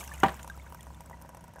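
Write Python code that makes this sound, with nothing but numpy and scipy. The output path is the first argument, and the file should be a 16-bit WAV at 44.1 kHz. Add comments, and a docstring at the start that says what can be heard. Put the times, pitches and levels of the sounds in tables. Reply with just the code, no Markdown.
"""First comes a light splash as the last water leaves a bamboo rocker in a garden planter.
The tube swings back and knocks once on a stone: a dull thud, a hollow ring, a short rattle.
The spilled water dies away in spray, ticks and bubbles, and a thin trickle drips into the empty
tube, making its hollow ring. A pump hums under the quiet outdoor air."""
import sys
import numpy as np
from scipy import signal
from scipy.fft import rfft, irfft
from scipy.io import wavfile
from scipy.ndimage import uniform_filter1d

SR = 44100
rng = np.random.default_rng(int(sys.argv[2]) if len(sys.argv) > 2 else 0)


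def unload_wav(signal):
    """Save mono or channel-first audio to the path in sys.argv[1] as 16-bit WAV at rate SR, clipped to [-1, 1]."""
    wavfile.write(
        sys.argv[1],
        SR,
        np.round(np.clip(np.atleast_2d(signal).T, -1, 1) * 32767).astype(np.int16),
    )


N = 70560  # 1.6 seconds
CONTACT_S = .0009  # how quickly a hit on the tube builds up


def undb(db):
    """Turn decibels into a factor to multiply by."""
    return 10 ** (np.asarray(db) / 20)

def unit(x):
    """Scale to an average (rms) level of 1."""
    return x / np.sqrt(np.mean(x ** 2))

def since(start_s):
    """Seconds since a moment, zero before it."""
    return np.maximum(np.arange(N) / SR - start_s, 0)

def fade(start_s, decay_s, rise_s):
    """A quick, smooth rise, then a fall of 60 dB every decay_s."""
    t = since(start_s)
    return (1 - np.exp(-(t / rise_s) ** 2)) * np.exp(-np.log(1000) * t / decay_s)

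def colour(x, spectrum):
    """Turn each pitch up or down as the spectrum says, then scale to level 1."""
    hz, db = np.array(spectrum).T
    bins_hz = np.maximum(np.arange(N // 2 + 1) * SR / N, 1)
    gain = undb(np.interp(np.log(bins_hz), np.log(hz), db))
    return unit(irfft(rfft(x) * gain, N))

def noise(spectrum):
    """A hiss or rumble with the given spectrum."""
    return colour(rng.standard_normal(N), spectrum)

def wander(per_s):
    """A smooth random drift of size about 1."""
    hold = int(SR / per_s)
    steps = np.repeat(rng.standard_normal(N // hold + 1), hold)
    return unit(uniform_filter1d(uniform_filter1d(steps, hold), hold)[:N])

def ring(start_s, tones, rise_s):
    """A struck object: its tones start together and each fades at its own speed."""
    t = since(start_s)
    return sum(undb(db) * fade(start_s, decay_s, rise_s) * np.sin(2 * np.pi * hz * t)
               for hz, db, decay_s in tones)

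def patter(per_s, scatter_db):
    """Clicks at random moments; scatter_db makes their sizes uneven."""
    hits = rng.random(N) < per_s / SR
    size = np.minimum(rng.exponential(size=N), 2 * np.pi)
    return hits * rng.choice([-1, 1], N) * undb(scatter_db * size)


# Spectrum of the outdoor air: pitch_hz, level_db
AIR_SPECTRUM = [(15, -66), (25, -9), (54, 4.5), (112, 0), (163, -1), (344, -11.5), (462, -22), (600, -10.5),
                (978, -24.5), (1210, -21.5), (2400, -26), (3830, -34.5), (5880, -32.5), (13500, -73),
                (15000, -66)]

def air():
    """Quiet, steady outdoor noise, mostly a low rumble."""
    return undb(-53) * noise(AIR_SPECTRUM)

# How the pump's low hum swells and dips: time_s, level_db
HUM_LEVEL = [(0.0, -48.5), (0.244, -42), (0.458, -52), (0.618, -45.5), (0.806, -54.5), (0.89, -49),
             (1.344, -57.5), (1.39, -79), (1.426, -77), (1.496, -88), (1.564, -60), (1.6, -56)]

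def pump(hum_hz=66.54, whine_hz=162.2, waver=.013):
    """The pump makes a low hum and a fainter whine, both wavering in pitch."""
    def tone(hz):
        pitch_hz = hz * (1 + waver * wander(per_s=8))
        return np.sqrt(2) * np.sin(2 * np.pi * np.cumsum(pitch_hz) / SR)
    hum = undb(.5 + np.interp(since(0), *np.array(HUM_LEVEL).T)) * tone(hum_hz)
    whine = undb(-60.5 + 1.6 * wander(per_s=7.9)) * tone(whine_hz)
    return hum + whine

# Spectrum of splashing water: pitch_hz, level_db
SPLASH_SPECTRUM = [(1500, 0), (3000, -1.5), (4400, -11.5), (5900, 2), (7000, -5.5), (8400, 2),
                   (11000, -2.5), (13600, -2.5), (16000, -23)]

def splashy(x):
    """Give noise or clicks the bright sound of a splash."""
    return colour(x, SPLASH_SPECTRUM)

# Tone colour of the finest droplets: pitch_hz, level_db
DROPLET_SPECTRUM = [(400, -10), (950, 2), (1500, 3), (2700, -4.5), (4600, -8.5), (6500, 4.5), (9000, -3.5),
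                    (13000, 1), (16000, 14)]

def droplets(count=1500, low_hz=1100, high_hz=14500, cycles=28, pitch_rise=.04, scatter_db=4):
    """Fine droplets ping at random moments and pitches, each sliding slightly upward."""
    out = np.zeros(N)
    for when, pitch, size, length in rng.random((count, 4)):
        hz = (low_hz ** .5 + pitch * (high_hz ** .5 - low_hz ** .5)) ** 2
        decay_s = cycles * (.5 + length) / hz
        first = int(when * N)
        t = np.arange(min(int(decay_s * SR) + 1, N - first)) / SR
        gain = undb(scatter_db * min(-np.log(1 - size), np.pi))  # many small, a few large
        shape = (1 - np.exp(-t * hz / 2)) * np.exp(-np.log(1000) * t / decay_s)
        phase = 2 * np.pi * hz * t * (1 + pitch_rise * t / decay_s / 2)
        out[first:first + len(t)] += gain * shape * np.sin(phase)
    return colour(out, DROPLET_SPECTRUM)

# Spectrum of the mist's hiss: pitch_hz, level_db
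MIST_SPECTRUM = [(300, -3.5), (950, 13.5), (1500, -19), (2700, 2), (4600, -11), (6500, -2), (9000, -5.5),
                 (13000, -6.5), (16000, -21)]
# How the spray dies down as the spilled water drains: time_s, level_db
SPRAY_LEVEL = [(0, -41.5), (.04, -51), (.17, -54), (.3, -53.5), (.45, -60), (.6, -62.5), (.9, -64.5),
               (1.6, -71.5)]

def spray():
    """Fine droplets ping, spatter and hiss, and die down after the pour."""
    pings = droplets()
    burst = fade(0, decay_s=.006, rise_s=.0001) * rng.standard_normal(N)
    spatter = splashy(signal.fftconvolve(patter(per_s=350, scatter_db=2.6), burst)[:N])
    water = pings + undb(-9.5) * spatter + undb(-1.5) * noise(MIST_SPECTRUM)
    return undb(np.interp(since(0), *np.array(SPRAY_LEVEL).T)) * water

# Air bubbles in the water: start_s, level_db, pitch_hz, decay_s
BUBBLES = [(.116, -34.5, 1746, 0.049), (.1374, -44, 2440, 0.043), (0.1433, -43, 2890, .04),
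           (0.4987, -31.5, 1585, 0.045), (.597, -43, 2210, 0.028), (.6165, -51, 3540, 0.027),
           (.664, -44.5, 1500, 0.031), (.747, -42.5, 1540, 0.032), (.793, -50, 1910, 0.069),
           (1.1298, -43, 1946, 0.046), (1.5647, -43.5, 1655, 0.033)]

def bubbles(pitch_rise_per_s=.5):
    """Trapped air rings and rises a little in pitch."""
    out = 0
    for start_s, db, hz, decay_s in BUBBLES:
        t = since(start_s)
        phase = 2 * np.pi * hz * t * (1 + pitch_rise_per_s * t / 2)
        out += undb(db) * fade(start_s, decay_s, rise_s=.00093) * np.sin(phase)
    return out

# Droplets that land on wet surfaces: start_s, level_db, pitch_hz
TICKS = [(0.039, -33.5, 7100), (0.075, -32, 6320), (.137, -33.5, 9900), (.201, -31.5, 6650),
         (0.342, -37, 7750), (.429, -32, 7100), (.498, -37.5, 3730), (0.745, -37, 13460), (.807, -38, 3300),
         (0.829, -38.5, 7170), (.945, -44.5, 3530), (1.059, -41, 7930), (1.221, -39, 13850),
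         (1.408, -45, 9700), (1.592, -43, 6250)]

def ticks():
    """Each droplet bursts with a tiny splash and a high ping."""
    splash = undb(-5) * splashy(rng.standard_normal(N))
    out = 0
    for start_s, db, hz in TICKS:
        ping = undb(-4) * np.sin(2 * np.pi * hz * since(start_s))
        out += undb(db) * fade(start_s, decay_s=.016, rise_s=.00092) * (splash + ping)
    return out

# Tones of the hollow inside the tube: pitch_hz, level_db, decay_s
HOLLOW_TONES = [(556.4, -11, 0.068), (655, -13, 0.089), (835, 2, 0.015), (952, -3.5, 0.026),
                (949.5, -11.5, 0.065), (1200, 0.5, 0.0047), (1488, -11, 0.03), (1937, -23, 0.052)]
# Drops that land in the tube: start_s, ring_db, splash_db
DROPS = [(.445, -38, -51), (.476, -42.5, -46), (.575, -44.5, -56), (.664, -42.5, -78), (0.702, -46, -63),
         (.723, -40, -52.5), (0.748, -45.5, -69), (0.868, -39.5, -59), (.904, -43, -71),
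         (1.006, -42, -49.5), (1.097, -40.5, -55), (1.111, -40, -79), (1.142, -46.5, -66),
         (1.214, -46.5, -55.5), (1.248, -42.5, -78), (1.291, -38, -52.5), (1.347, -42, -52),
         (1.370, -44, -53), (1.44, -46.5, -52), (1.479, -47.5, -56.5), (1.536, -49, -58), (1.559, -40, -57),
         (1.584, -42, -63)]

def drops(pitch_scatter=.017, scatter_db=3, ring_boost_db=1.5, splash_boost_db=5):
    """Each drop splashes and rings the hollow a little differently, over a thin, steady trickle."""
    splash = splashy(rng.standard_normal(N))
    hollow = ring(0, HOLLOW_TONES, CONTACT_S)
    trickle = signal.fftconvolve(patter(per_s=120, scatter_db=-.5), hollow)[:N]
    out = undb(-60.5) * unit(trickle)
    for start_s, ring_db, splash_db in DROPS:
        tones = [(hz * (1 + rng.normal(0, pitch_scatter)), db + rng.normal(0, scatter_db), decay_s)
                 for hz, db, decay_s in HOLLOW_TONES]
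        out += undb(ring_db + ring_boost_db) * ring(start_s, tones, rise_s=.00072)
        out += undb(splash_db + splash_boost_db) * fade(start_s, decay_s=.022, rise_s=.00047) * splash
    return out

# Small hits after the knock: start_s, level_db, decay_s
RATTLE_HITS = [(0.2597, -29, 0.032), (0.2829, -27.5, 0.029), (0.291, -32, 0.028), (0.392, -40.5, 0.06)]
# Spectrum that these hits share: pitch_hz, level_db
RATTLE_SPECTRUM = [(100, -6), (200, -2), (300, -3), (600, -9), (1000, -2), (1700, 1), (2300, -8.5),
                   (3300, -9), (4100, -15.5), (5000, -23), (14000, -30.5)]

def rattle():
    """The tube chatters on stone and axle as it settles."""
    hits = sum(undb(db) * fade(start_s, decay_s, CONTACT_S) for start_s, db, decay_s in RATTLE_HITS)
    return hits * noise(RATTLE_SPECTRUM)

# Tones of the bamboo tube: pitch_hz, level_db, decay_s
BAMBOO_TONES = [(631, -26, .15), (785, -13, .125), (936, -17, .105), (989, -24, .17), (1185, -16.5, .08),
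                (1322, -8, .017), (1412, -14, .035), (1474, -27, .08), (1604, -29, .095), (1778, -28, .11),
                (1860, -27, .085), (2012, -31, .09), (2385, -29, .05), (2923, -25, .042), (3280, -32, .044)]
# Dull tones of the stone's seat in the wooden planter: pitch_hz, level_db, decay_s
PLANTER_TONES = [(131.4, -33.5, 0.23), (161.6, -29, .2), (197.6, -28.5, 0.18), (229, -24.5, .09),
                 (291.7, -19, .065), (352, -18.5, .05), (394.5, -20, 0.043)]
# Spectrum of the crack as bamboo meets stone: pitch_hz, level_db
CRACK_SPECTRUM = [(200, 15), (600, 0.5), (1300, -4), (2200, -4), (3200, -6), (3900, -0.5), (4600, -11),
                  (8000, -10), (15000, -18)]
# Spectrum of the echo from the wall and the yard: pitch_hz, level_db
ECHO_SPECTRUM = [(70, -10), (150, 4.5), (330, -4), (520, -2.5), (700, 0), (900, -1), (1600, -9),
                 (3000, -18), (5000, -33), (14000, -41)]

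def knock(start_s=.2324):
    """The tube hits the stone: it rings, the planter thuds, the contact cracks and the yard echoes."""
    tube = ring(start_s, BAMBOO_TONES, CONTACT_S)
    thud = ring(start_s + .0017, PLANTER_TONES, rise_s=.00065)
    crack = undb(-19) * fade(start_s + .0021, decay_s=.02, rise_s=.0003) * noise(CRACK_SPECTRUM)
    echo = undb(-25.5) * fade(start_s, decay_s=.27, rise_s=.005) * noise(ECHO_SPECTRUM)
    return tube + thud + crack + echo


def scene():
    """Knock, water, pump and outdoor air, heard at one microphone."""
    return (knock() + rattle() + drops() + ticks() + bubbles() + spray() + pump() + air())[None]

def record(dry, low_cut_hz=46.6, high_cut_hz=15700):
    """The recorder thins the deepest bass and cuts the highest treble."""
    bass_cut = signal.butter(2, low_cut_hz, "high", fs=SR, output="sos")
    treble_cut = signal.ellip(10, .2, 80, high_cut_hz, fs=SR, output="sos")
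    return signal.sosfilt(treble_cut, signal.sosfilt(bass_cut, dry))


dry = scene()
out = record(dry)
unload_wav(out)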